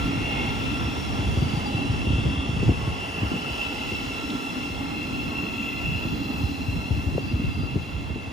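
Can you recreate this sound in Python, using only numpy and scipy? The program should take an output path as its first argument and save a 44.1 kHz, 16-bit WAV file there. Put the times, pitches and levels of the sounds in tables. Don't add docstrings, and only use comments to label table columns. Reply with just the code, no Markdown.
import sys
import numpy as np
from scipy import signal
from scipy.fft import rfft, irfft, next_fast_len
from scipy.io import wavfile
from scipy.ndimage import uniform_filter1d

SR = 44100
rng = np.random.default_rng(int(sys.argv[2]) if len(sys.argv) > 2 else 0)


def to_wav(sig):
    pcm = np.clip(np.atleast_2d(sig), -1, 1) * 32767
    pcm = np.round(pcm).astype(np.int16)
    wavfile.write(sys.argv[1], SR, pcm.T)


N = 366912
T = np.arange(N) / SR
SIZE = next_fast_len(N)
BINS = np.maximum(np.arange(SIZE // 2 + 1) * SR / SIZE, 1)

# (time [s], thump level [dB], pitch [Hz], left minus right [dB], pop level [dB])
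BUFFETS = [(.72, -27, 89.5, 4, -43), (.845, -21, 91, 0, -36), (1.188, -19, 111, 2, -30),
           (1.371, -14.5, 84.7, 2, -20), (1.419, -14.5, 132, 1, -22), (1.452, -19, 100, 0, -30),
           (1.531, -20, 151, -10, -30), (1.569, -17.5, 149, 3.5, -34), (1.742, -17.5, 119, 0, -32),
           (1.893, -15, 105.5, 2, -45), (1.935, -19, 85, 0, -36), (2.068, -16, 73.4, 1, -22),
           (2.1, -17, 100, 0, -24), (2.128, -15, 78, 0, -23), (2.181, -17, 100, 0, -23),
           (2.254, -14.5, 127, -1, -20.5), (2.275, -19, 85, 0, -30), (2.37, -19.5, 90, 0, -33),
           (2.488, -18, 130, 3, -28), (2.525, -21, 90, 0, -36), (2.563, -19.5, 120, 1, -21.5),
           (2.598, -20, 110, 0, -27), (2.617, -19, 150, -.5, -28), (2.627, -21, 140, 0, -19),
           (2.681, -12.5, 126, 3, -19), (2.69, -16, 99, 2, -12.5), (2.874, -19, 89.4, 1, -24),
           (3.18, -34, 120, 0, -26.5), (3.214, -21.5, 120, 2, -27), (3.229, -22, 80, 2, -19.5),
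           (3.259, -24, 85, 0, -34), (3.316, -28, 190, -1, -18), (3.338, -21, 191, 2, -29),
           (3.355, -30, 130, 2, -24), (3.5, -26, 90, 0, -43), (3.92, -26, 91, -2, -26.5),
           (4.7, -25.5, 82, 0, -36), (5.429, -31, 113, 0, -25.5), (5.949, -20.5, 92, -4, -40),
           (6.05, -23, 107, 2, -26), (6.221, -37, 168, 5, -42), (6.3, -36, 152, -4, -25),
           (6.399, -23, 92, 0, -34), (6.433, -16, 92.5, -7, -40), (6.679, -20.5, 106, 5, -38),
           (6.905, -15, 92, 6, -26.5), (6.973, -20.5, 80, 9, -44), (7.061, -18, 78, 8, -34),
           (7.086, -31, 100, 4, -25), (7.114, -25, 110, 0, -33), (7.15, -22, 140, -2, -23),
           (7.18, -13.5, 437, 6, -21), (7.23, -21, 85, 0, -32), (7.331, -14.5, 92, -1, -40),
           (7.395, -19, 110, 0, -30), (7.44, -19.5, 110, 8, -32), (7.631, -23, 92, 7, -29),
           (7.756, -17.5, 110, 2, -20.5), (7.94, -25, 81, -10, -36), (8.101, -23.5, 84.5, -0.5, -27),
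           (8.159, -40, 112, 2, -25), (8.27, -27, 90, 0, -40)]


def whine():
    multiples = (1, 2, 3, 4, 10)
    # (time nearest [s], half length [s], then a level for each multiple [dB])
    motors = [(0, 0.16, -43.5, -45, -52, -52, -72), (0.45, 0.32, -46.5, -38.5, -54, -52, -70),
              (1.3, 0.47, -49.5, -43.5, -57, -55, -69), (2.1, 0.36, -53, -40.5, -66, -53.5, -88),
              (2.8, 0.29, -51, -43.5, -61, -54.5, -83), (3.7, 0.48, -47.5, -39, -53.5, -51.5, -68),
              (4.35, 0.34, -50.5, -48, -53, -53.5, -70), (4.9, 0.5, -50, -42, -61, -56, -67),
              (5.65, 0.4, -51, -39, -58, -56.5, -64), (6.6, 0.46, -55.5, -42, -58, -56, -65),
              (7.65, 0.55, -55.5, -44.5, -56, -62, -71)]
    # (multiple, level against the 4th [dB])
    upper = [(5, -14.5), (6, -6)]
    # (time [s], half length [s], boost [dB])
    surges = [(0.302, 0.059, 4), (0.752, 0.047, 1.5), (1.78, .06, 2.5), (1.99, .05, 1), (3.202, 0.034, 5.5),
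              (3.359, 0.017, 3), (3.5, .03, 1), (3.64, 0.039, 6), (3.85, 0.042, 3.5), (5.2, 0.046, 3.5),
              (5.454, .08, 2), (5.66, 0.032, 2.5), (5.937, 0.1, 6), (7.4, 0.026, 1), (7.705, 0.028, 5),
              (8.2, 0.12, 1.5)]
    scatters = [20.92, 28.95, 37.05, 47.57]
    gains = np.sqrt(sum((swell(s, half) * undb(db)[:, None]) ** 2 for s, half, *db in motors))
    surge_db = sum(db * swell(s, half) ** 2 for s, half, db in surges)
    flutter_db = 1.1 * walk(16)
    gains[1] *= undb(surge_db + flutter_db)
    partials = list(zip(multiples, gains)) + [(k, gains[3] * undb(db)) for k, db in upper]
    switch_hz = 1359 - 1.6 * T + 6 * walk(5)
    out = 0
    for scatter_hz in scatters:
        phase = np.cumsum(switch_hz + scatter_hz * walk(480)) * 2 * np.pi / SR
        throb = undb(3 * walk(20))
        out = out + sum(g * throb ** min(1, 2 / k ** 1.9) * np.sin(k * phase) for k, g in partials)
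    return undb(-2.5) * out * np.sqrt(2 / len(scatters)) + thin_tones(gains)


def thin_tones(gains):
    sidebands = [(1, -1), (1, 0), (1, 1), (2, -3), (2, -2), (2, -1), (2, 0), (2, 1)]
    sideband_db = [-14, -4, -12, -17, -23, -8.5, -8, -12.5]
    carrier_hz, motor_hz, scatter_hz = 1372 - 1.5 * T, 48, 5
    out = 0
    for (k, step), db in zip(sidebands, sideband_db):
        gain = gains[k - 1] * undb(db + 2.7 * walk(16))
        hz = k * carrier_hz + step * motor_hz + k * scatter_hz * walk(40)
        out = out + gain * np.sin(np.cumsum(hz) * 2 * np.pi / SR)
    return np.sqrt(2) * out


def ringing_bands():
    # (pitch [Hz], width [Hz])
    bands = [(820, 92), (2130, 104), (3330, 360), (4750, 130), (6800, 150)]
    # (starting level [dB], slope [dB/s], flicker [dB])
    levels = [(-53, -1.26, 7), (-54, -0.65, 2.5), (-45.5, -1.32, 2), (-60, -0.6, 0), (-71, -0.46, 3.5)]
    return sum(undb(db + slope * T + flicker_db * walk(6)) * ring(hz, width)
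               for (db, slope, flicker_db), (hz, width) in zip(levels, bands))


def ringing_swells():
    # (time loudest [s], half length [s], pitch [Hz], width [Hz], level [dB])
    swells = [(0.41, 0.085, 2160, 47, -42.5), (0.14, 0.14, 2170, 90, -50), (.3, 0.24, 1960, 200, -54),
              (0.78, 0.21, 3500, 250, -52), (0.58, 0.49, 3960, 130, -57), (3.8, .2, 2070, 150, -51),
              (4, 0.32, 3930, 51, -57), (0.44, 0.51, 2650, 400, -44.5), (0.94, .25, 5500, 140, -53),
              (1.57, 0.14, 4700, 75, -52), (1.8, .15, 3980, 65, -53), (2.4, 0.057, 1180, 25, -48),
              (2.88, 0.071, 1100, 21, -46), (2.96, 0.22, 2000, 70, -55), (3.54, 0.53, 2970, 180, -46.5),
              (1.73, 0.39, 2980, 90, -51), (0.8, 0.16, 1350, 45, -45), (4.07, .1, 2190, 61, -55),
              (3.6, .5, 4740, 220, -57), (6.2, 0.28, 4770, 200, -58.5), (4.1, .4, 6760, 250, -64),
              (5.85, 0.62, 6800, 190, -66), (5.8, .6, 6100, 200, -71), (4.6, 0.16, 2900, 40, -55),
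              (5.47, 0.2, 1100, 25, -51.5), (5.75, .15, 2060, 70, -53.5), (4.3, 0.49, 3380, 200, -50.5),
              (5.74, .6, 3360, 200, -53), (5.2, 0.45, 4130, 90, -54.5), (6.45, 0.4, 4100, 100, -52.5),
              (6.302, 0.13, 1280, 39, -50.5), (7.278, 0.053, 4750, 35, -54.5), (7.55, 0.11, 1240, 35, -53),
              (7.603, 0.09, 4760, 55, -57)]
    return sum(undb(db) * swell(s, half) * ring(hz, width) for s, half, hz, width, db in swells)


def rail_drone():
    # (time [s], level [dB])
    fader = [(0, -36), (.45, -37.5), (.83, -36.5), (1.1, -40.5), (1.4, -35.5), (1.8, -38), (2.13, -35.5),
             (2.55, -41.5), (3, -48.5), (3.6, -43), (4.36, -37.5), (5.14, -37.5), (6.05, -39),
             (6.26, -36.5), (6.95, -41), (7.4, -38), (8.32, -49)]
    waver = undb(1.6 * walk(16))
    body = ring(hz=252, width=134)
    hum = undb(-4.5 + 1.26 * walk(13)) * ring(hz=278.5, width=32)
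    return undb(envelope(fader)) * waver * (body + hum)


def track_rumble():
    # (time [s], level [dB])
    fader = [(0, -35), (1.4, -36), (2.1, -38.5), (3, -36.5), (4.6, -38.5), (5.5, -39), (6.3, -40.5),
             (7.6, -42), (8.32, -43)]
    # (frequency [Hz], relative level [dB])
    colour = [(60, 7), (150, 1), (280, -3), (420, -0.5), (540, -6), (850, -3.5), (1200, -6.5), (1600, -14),
              (1950, -11.5), (2380, -16), (3000, -20.5), (4500, -39.5)]
    return undb(envelope(fader)) * flickering(colour, flicker_db=1.5, rate_hz=14)


def cooling_air():
    # (time [s], level [dB])
    fader = [(0, -50.5), (1.35, -48), (2.4, -51.5), (3.2, -51), (3.7, -50.5), (4.4, -49.5), (5.3, -53),
             (6.9, -53), (8.32, -58.5)]
    # (frequency [Hz], relative level [dB])
    colour = [(700, -41), (1500, 2.5), (4000, 6), (5100, 3), (6500, 2.5), (7300, -2), (9500, -2),
              (11000, -9), (12200, -27), (12850, -24), (13500, -12), (14500, -5.5), (15300, -9)]
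    # (time [s], gain [dB])
    shelf = [(0, 1), (1, -3), (2.3, -6), (3, -1), (3.6, 3), (5, 1.5), (6, 6), (7.2, 2), (8.32, -6)]
    hiss = flickering(colour, flicker_db=1, rate_hz=13)
    sizzle = irfft(rfft(hiss, SIZE) * (BINS > 12000), SIZE)[:N]
    sizzle_gain = undb(envelope(shelf) + 1.2 * walk(7))
    return undb(envelope(fader)) * (hiss - sizzle + sizzle_gain * sizzle)


def click():
    # (time [s], level before the band-pass [dB])
    hits = [(4.302, -22)]
    out, t, decay_s = np.zeros(N), np.arange(800) / SR, .006
    for s, db in hits:
        i = int(s * SR)
        out[i:i + len(t)] += undb(db) * rng.standard_normal(len(t)) * np.exp(-t / decay_s)
    return signal.sosfilt(signal.butter(3, [2600, 4200], "bandpass", fs=SR, output="sos"), out)


def wind():
    # (time [s], level [dB])
    fader = [(0, -28.5), (.4, -29.5), (1.0, -31.5), (1.32, -28.5), (1.7, -35), (2.1, -29.5), (2.7, -28),
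             (2.82, -34), (2.96, -38.5), (3.15, -51), (3.75, -52), (4.0, -41), (4.4, -48), (4.8, -39.5),
             (5.3, -39.5), (5.68, -49), (5.85, -30.5), (6.05, -30), (6.26, -33), (6.6, -30.5), (7.1, -31.5),
             (7.46, -30.5), (8.0, -30.5), (8.32, -38)]
    edge_hz, alike = 206, .31
    colour = BINS / (BINS + 30) / (1 + BINS / 80) / (1 + (BINS / edge_hz) ** 4)
    puff_db = 2.3 * walk(25) + 2.1 * walk(11)
    mid, side = (unit(undb(puff_db + 2 * walk(40)) * noise(colour)) for _ in range(2))
    stir_power = sum((undb(db - 17.5) * swell(s + .017, half=.028)) ** 2 for s, db, *_ in BUFFETS)
    gain = np.sqrt(undb(envelope(fader)) ** 2 + stir_power)
    return gain * (mid + np.sqrt((1 - alike) / (1 + alike)) * np.array([side, -side]))


def buffets():
    out, pop_hz = np.zeros((2, N)), 270.6
    for s, thump_db, thump_hz, left_db, pop_db in BUFFETS:
        i = int(s * SR)
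        pan = undb(np.array([[left_db], [-left_db]]) / 2)
        for hit in undb(thump_db) * burst(thump_hz), undb(pop_db) * burst(pop_hz):
            out[:, i:i + len(hit)] += pan * hit[:N - i]
    return out


def rasp():
    trail_db, decay_s = -9.5, .021
    power = sum(undb(pop_db + trail_db) ** 2 * (T > s) * np.exp(-2 * np.abs(T - s) / decay_s)
                for s, *_, pop_db in BUFFETS)
    gain = np.sqrt(np.abs(uniform_filter1d(power, size=200)))
    mid, side = (undb(3 * walk(60)) * ring(hz=278, width=303) for _ in range(2))
    return gain * (mid + .57 * np.array([side, -side]))


def stereo_spread(mid, side):
    # (frequency [Hz], shared part [0-1])
    coherence = [(60, .65), (300, .72), (700, .55), (1400, .64), (3000, .63), (6500, .6), (8400, .9),
                 (15000, .92)]
    # (frequency [Hz], left lead [rad])
    phase_shift = [(0, 0), (1290, -2.5), (2580, 1.1), (3010, 0.5), (6890, 0.1), (8350, -3.1), (8870, -3.5),
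                   (9650, -6.3), (10900, -6.4), (11300, -9.4), (12800, -9.4), (13200, -12.6),
                   (14500, -12.5), (15600, -16.1)]
    # (frequency [Hz], left minus right [dB])
    balance = [(60, -4.5), (110, 0.5), (200, -2.5), (380, 1.5), (700, -4.5), (1290, -1.5), (2380, 0),
               (4400, 2), (8120, 0.5), (15000, 0)]
    alike, pan = spectrum(coherence), undb(spectrum(balance) / 2)
    common = rfft(mid, SIZE) * np.sqrt(1 + alike)
    apart = rfft(side, SIZE) * np.sqrt(1 - alike)
    lead = np.exp(1j * np.interp(BINS, *np.transpose(phase_shift)))
    left, right = (common + apart) * pan * lead, (common - apart) / pan
    return irfft(np.array([left, right]), SIZE)[:, :N]


def undb(db):
    return 10 ** (np.asarray(db) / 20)


def unit(x):
    return x / np.sqrt(np.mean(x ** 2))


def envelope(table):
    return np.interp(T, *np.transpose(table))


def spectrum(table):
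    hz, value = np.transpose(table)
    return np.interp(np.log(BINS), np.log(hz), value)


def swell(s, half):
    return 1 / np.sqrt(1 + ((T - s) / half) ** 4)


def walk(rate_hz):
    hold = max(int(SR / rate_hz), 2)
    steps = np.repeat(rng.standard_normal(N // hold + 1), hold)
    return unit(uniform_filter1d(uniform_filter1d(steps, hold), hold)[:N])


def noise(gain):
    return irfft(rfft(rng.standard_normal(SIZE)) * gain, SIZE)[:N]


def ring(hz, width):
    return unit(noise(1 / (1 + (2 * (BINS - hz) / width) ** 2)))


def flickering(colour, flicker_db, rate_hz):
    gain, position = undb(spectrum(colour)), np.log2(BINS / 60) / 1.5
    bands = (np.clip(1 - abs(position - k), 0, 1) ** .5 for k in range(7))
    return unit(sum(undb(flicker_db * walk(rate_hz)) * noise(gain * band) for band in bands))


def burst(hz):
    cycles = 2.52
    length_s = cycles / hz
    x = np.arange(int(4 * length_s * SR)) / SR / length_s
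    return 3 * x * np.exp(1 - 3 * x) * np.sin(2 * np.pi * cycles * x * (1.35 - .4 * x))


def train():
    return whine() + ringing_bands() + ringing_swells() + rail_drone() + track_rumble() + cooling_air()


def scene():
    return stereo_spread(mid=train() + click(), side=train()) + wind() + buffets() + rasp()


def record(dry):
    low_cut_hz, high_cut_hz = 55, 15350
    thin = signal.sosfilt(signal.butter(3, low_cut_hz, "highpass", fs=SR, output="sos"), dry)
    return signal.sosfilt(signal.ellip(10, .2, 80, high_cut_hz, fs=SR, output="sos"), thin)


dry = scene()
out = record(dry)
to_wav(out)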